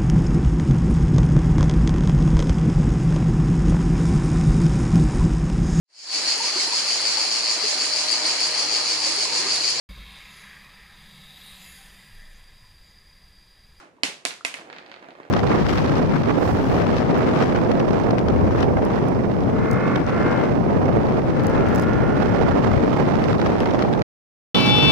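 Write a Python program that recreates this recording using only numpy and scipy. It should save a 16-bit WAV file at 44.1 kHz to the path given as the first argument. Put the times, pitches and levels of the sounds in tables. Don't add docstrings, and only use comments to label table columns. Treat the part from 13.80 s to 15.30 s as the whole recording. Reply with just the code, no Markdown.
import sys
import numpy as np
from scipy import signal
from scipy.fft import rfft, irfft
from scipy.io import wavfile
from scipy.ndimage import uniform_filter1d

SR = 44100
rng = np.random.default_rng(int(sys.argv[2]) if len(sys.argv) > 2 else 0)


def transcribe(u):
    v = np.clip(np.atleast_2d(u).T, -1, 1)
    q = np.round(v * 32767).astype(np.int16)
    wavfile.write(sys.argv[1], SR, q)


N = 66150

# freq_hz, level_db
AIR_SPECTRUM = [(15, -36), (40, -17), (70, -7), (150, -1), (380, 3), (600, -3), (1000, -7), (2000, -17),
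                (4000, -25), (9000, -31), (12000, -39), (16000, -50)]
# freq_hz, level_db
LINGER_SPECTRUM = [(30, -39), (100, -17), (400, -6.5), (1300, 9), (2500, -1.5), (5000, -5), (10000, -14.5),
                   (15000, -36)]
# time_s, level_db
RUMBLE_LEVEL = [(0, 2.5), (.08, -5.5), (.14, -16), (.4, -12), (0.719, -18), (.8, 1), (.9, -0.5), (1.05, -1),
                (1.2, -2), (1.3, 0), (1.412, 0), (1.5, -2)]
# freq_hz, level_db
RUMBLE_SPECTRUM = [(20, -45.5), (60, -31.5), (110, -16), (170, -4), (230, -4), (330, 2.5), (480, 0),
                   (700, 2), (1100, -5.5), (2300, -11), (4000, -24.5), (7000, -34), (14000, -47.5)]
# start_s, level_db
THUMPS = [(0.074, -11.5), (0.167, -12.5), (0.300, 0), (0.794, -1), (0.818, -3), (0.851, -7), (0.872, -2),
          (1.225, 1.5), (1.240, -5), (1.286, 4), (1.298, -7), (1.387, -2.5), (1.401, 3), (1.451, -1)]
# start_s, level_db, pitch_hz
TAPS = [(0.184, -46.5, 950), (0.6096, -35, 1320)]
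# start_s, level_db, tone_db at each of the five TONE_HZ, clatter_decay_s, reverb_db,
# ring_lift_db, ring_centre_hz, wall_echo_db
BOUNCES = [(0.2340, -1.5, 3.5, -3.5, 0.5, 1.5, -3, 0.0021, 1, 9.8, 4570, -11),
           (0.4522, -1.5, -4, 1, -5, 1.5, 0, 0.00098, -2.5, 3.5, 7000, 3.5),
           (0.6494, -6, -5.5, 0.5, 3, -1, 0.5, 0.0024, -5, 4.4, 2300, 4),
           (0.7411, -16, 0, 5.5, 4, -2.5, -1, 0.0022, -15, 2, 1890, 2)]
TONE_HZ = (250, 900, 2400, 4600, 8000)
# pitch_hz, level_db, t60_s
CLACK_MODES = [(279.4, -28, .11), (705, -21, 0.029), (1022, -36.5, 0.25), (2107, -26, 0.1),
               (2610, -21, 0.025), (3013, -21, 0.027), (4290, -19.5, 0.009), (4790, -15.5, 0.013),
               (7080, -22, 0.02), (9030, -17, 0.021)]
# freq_hz, level_db
CLACK_SPECTRUM = [(20, -35), (50, -44), (100, -23), (190, -16), (280, -2.5), (600, -3), (1400, -3),
                  (2500, 3.5), (5000, -4), (7000, -5.5), (9500, -5), (12000, -21), (16000, -51)]
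# freq_hz, level_db
REVERB_SPECTRUM = [(20, -34), (60, -35), (110, -16.5), (165, -3.5), (210, -8), (275, -3), (450, -4.5),
                   (750, -1), (1400, -2.5), (2300, 4), (4500, -1), (7000, -4), (9500, -8.5), (12000, -16),
                   (13500, -38), (16000, -51)]
# start_s, level_db, tilt_db_per_octave
TICKS = [(0.5075, 8.5, 4), (0.7700, 0, 1.5), (0.7875, 0, 0), (0.8130, -6, -1.5), (0.9005, 2.5, -1.5),
         (0.9285, 3.5, 1), (0.9500, -5, -3), (0.9640, 1, -0.5), (0.9845, 3, 2), (1.0060, -13, -4),
         (1.0250, -7, -4), (1.0460, -12, -5), (1.0625, -3.5, 2.5), (1.0880, -9, -4), (1.0975, -8, 0.5),
         (1.1160, 3, 1), (1.1412, 1, 0), (1.1620, -3.5, -1), (1.1940, -9, -0.5), (1.2285, -8, -2.5),
         (1.2445, -6.5, -3), (1.2655, -19.5, -9.5), (1.2780, -18, -2), (1.2870, -9.5, -5), (1.3060, -6, 2),
         (1.3520, -8.5, -5), (1.4015, -12, -9.5), (1.4322, -7.5, -1.5), (1.4520, -11, -5)]
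# freq_hz, level_db
TICK_SPECTRUM = [(20, -39), (60, -32.5), (250, -4.5), (700, 3), (1400, 4), (2300, 3), (3000, -3),
                 (4500, -3.5), (5400, -15), (7000, -24), (9000, -31.5), (15000, -48)]
# delay_s, level_db, centre_hz, width_octaves, smear_s
EARLY_ECHOES = [(.0019, -5, 2780, 1.1, 0.00018), (0.0167, -6.5, 8000, 0.56, .0016),
                (0.0327, -10, 6000, 1.2, 0.0029)]
WALL_ECHO = (.0078, 2, 1950, .42, .0006)
# freq_hz, t60_s
ROOM_T60 = [(170, 0.4), (280, 0.27), (530, 0.41), (1400, .36), (3700, 0.34), (9700, 0.33), (15000, 0.2)]
# freq_hz, gain_db
LEFT_SHADE = [(100, -4.5), (1000, -4), (2500, -6.5), (4500, -6.5), (6800, -0.5), (8500, -21.5),
              (15000, -12)]
# freq_hz, correlation (0-1)
COHERENCE = [(60, 0.34), (250, 0.72), (500, 0.67), (1000, 0), (16000, 0.18)]

AIR_DB, LINGER_DB, LINGER_AGE_S = -59.5, 4, .1
RUMBLE_DB, BUMPS_PER_S, BUMP_SPREAD_DB, RUMBLE_ROOM_DB = -49.5, 550, 3, -4.5
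THUMP_DB, THUMP_DECAY_S, THUMP_ROOM_DB = -4.5, .0025, -6.5
TAP_RISE_S, TAP_ROOM_DB = 0.0011, -7.5
CLACK_DB, CLICK_DB, CLATTER_DB, RING_OCTAVES = 7.5, -3, 5, 0.38
TICK_DB, TICK_DECAY_S, TICK_ROOM_DB, TICK_ECHO_DB = -10, 0.0024, -5, -5.5
REVERB_DB, REVERB_BUILD_S = 10, 0.0038
LEFT_LAG_S, LEFT_ROOM_DB, CUTOFF_HZ = 0.00024, -1.5, 16400
SIZE, SHORT = 16384, 4096
T, HZ = np.arange(SIZE) / SR, np.fft.rfftfreq(SIZE, 1 / SR)


def amp(db):
    return 10 ** (np.asarray(db) / 20)


def curve(points, hz=HZ):
    freq_hz, value = np.transpose(points)
    return np.interp(np.log(hz + 1), np.log(freq_hz), value)


def add(mix, start_s, sound):
    part = mix[:, round(start_s * SR):][:, :sound.shape[1]]
    part += sound[:, :part.shape[1]]


def colour(sound, gain_db):
    cepstrum = irfft(np.log(amp(gain_db)))
    cepstrum[1:SIZE // 2] *= 2
    cepstrum[SIZE // 2 + 1:] = 0
    impulse = irfft(np.exp(rfft(cepstrum)))[:SHORT]
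    return signal.fftconvolve(sound, impulse[None], axes=1)[:, :sound.shape[1]]


def diffuse_noise(count):
    right, unrelated = rfft(rng.standard_normal((2, count)))
    alike = curve(COHERENCE, np.fft.rfftfreq(count, 1 / SR))
    left = alike * right + np.sqrt(1 - alike ** 2) * unrelated
    return irfft(np.array([amp(LEFT_ROOM_DB) * left, right]), count)


def burst(decay_s):
    t = T[:SHORT]
    spectrum = rfft(rng.standard_normal((2, SHORT)) * np.exp(-t / decay_s))
    spectrum /= np.sqrt(uniform_filter1d(abs(spectrum) ** 2, size=80, axis=1) + 1e-12)
    scatter = irfft(spectrum) * np.exp(-t / (20 * decay_s))
    return np.pad(scatter, ((0, 0), (0, SIZE - SHORT)))


def snap(decay_s):
    return amp(-2) * (T == 0) + amp(-3.5) * burst(decay_s)


def reverb():
    hz, t, bands = signal.stft(diffuse_noise(SIZE), SR, nperseg=256)
    decay = amp(-60 * t / curve(ROOM_T60, hz)[:, None])
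    tail = signal.istft(bands * decay, SR, nperseg=256)[1][:, :SIZE]
    tail *= 1 - np.exp(-T / REVERB_BUILD_S)
    return tail / np.linalg.norm(tail[1])


def echo(delay_s, level_db, centre_hz, width_octaves, smear_s):
    out = np.zeros((2, SIZE))
    loss_db = 10 * np.log10(1 + (np.log2((HZ + 1) / centre_hz) / width_octaves) ** 4)
    add(out, delay_s, colour(snap(smear_s), level_db - loss_db))
    return out * amp([[LEFT_ROOM_DB], [0]])


def echoes(wall_db=0):
    return sum(echo(*row) for row in EARLY_ECHOES) + amp(wall_db) * echo(*WALL_ECHO)


def from_right(sound):
    out = sound * [[0], [1]]
    add(out, LEFT_LAG_S, colour(sound, curve(LEFT_SHADE)) * [[1], [0]])
    return out


def background():
    air = colour(diffuse_noise(N), curve(AIR_SPECTRUM))
    air = air / air.std() * amp(AIR_DB)
    linger = colour(reverb(), LINGER_DB + curve(LINGER_SPECTRUM))
    add(air, 0, linger[:, round(LINGER_AGE_S * SR):])
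    return air


def rumble():
    heights = amp(BUMP_SPREAD_DB * np.minimum(rng.exponential(1, N), 3)) * rng.choice([-1, 1], N)
    bumps = heights * (rng.random(N) < BUMPS_PER_S / SR) * np.ones((2, 1))
    room = signal.fftconvolve(bumps, reverb() + echoes(), axes=1)[:, :N]
    dull = colour(from_right(bumps) + amp(RUMBLE_ROOM_DB) * room, curve(RUMBLE_SPECTRUM))
    level_db = np.interp(np.arange(N) / SR, *np.transpose(RUMBLE_LEVEL))
    return dull / dull.std() * amp(RUMBLE_DB + level_db)


def thumps():
    out = np.zeros((2, N))
    room = amp(THUMP_ROOM_DB) * reverb()
    for start_s, level_db in THUMPS:
        direct = from_right(burst(THUMP_DECAY_S)[[0, 0]])
        add(out, start_s, amp(THUMP_DB + level_db) * (direct + room))
    return colour(out, curve(RUMBLE_SPECTRUM))


def taps():
    out = np.zeros((2, N))
    envelope = T / TAP_RISE_S * np.exp(1 - T / TAP_RISE_S)
    for start_s, level_db, pitch_hz in TAPS:
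        knock = amp(level_db) * envelope * np.sin(2 * np.pi * pitch_hz * T)
        room = signal.fftconvolve(knock[None], reverb(), axes=1)[:, :SIZE]
        add(out, start_s, knock + amp(TAP_ROOM_DB) * room)
    return out


def ring(lift_db, centre_hz):
    out = 0
    for pitch_hz, level_db, t60_s in CLACK_MODES:
        boost_db = lift_db * np.exp(-(np.log2(pitch_hz / centre_hz) / RING_OCTAVES) ** 2)
        out += amp(level_db + boost_db - 60 * T / t60_s) * np.sin(2 * np.pi * pitch_hz * T) / 2
    return out


def bounces():
    out = np.zeros((2, N))
    for start_s, level_db, *bands_db, clatter_s, room_db, lift_db, ring_hz, wall_db in BOUNCES:
        tone_db = curve(list(zip(TONE_HZ, bands_db)))
        strike = amp(CLICK_DB) * (T == 0) + amp(CLATTER_DB) * burst(clatter_s) + ring(lift_db, ring_hz)
        near = from_right(strike) + echoes(wall_db)
        clack = colour(near, CLACK_DB + level_db + curve(CLACK_SPECTRUM) + tone_db)
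        room = colour(reverb(), REVERB_DB + room_db + curve(REVERB_SPECTRUM) + 0.56 * tone_db)
        add(out, start_s, clack + room)
    return out


def ticks():
    out = np.zeros((2, N))
    early = amp(TICK_ECHO_DB) * echoes()
    tails = [amp(TICK_ROOM_DB) * reverb() for _ in range(4)]
    octaves = np.log2(np.clip(HZ, 300, 8000) / 2000)
    for k, (start_s, level_db, tilt) in enumerate(TICKS):
        tick = from_right(snap(TICK_DECAY_S)) + early + tails[k % len(tails)]
        add(out, start_s, colour(tick, TICK_DB + level_db + curve(TICK_SPECTRUM) + tilt * octaves))
    return out


def scene():
    return bounces() + ticks() + taps() + rumble() + thumps() + background()


def record(dry):
    lowpass = signal.firwin(511, CUTOFF_HZ, window=("kaiser", 9), fs=SR)
    return signal.oaconvolve(dry, lowpass[None], "same")


dry = scene()
out = record(dry)
transcribe(out)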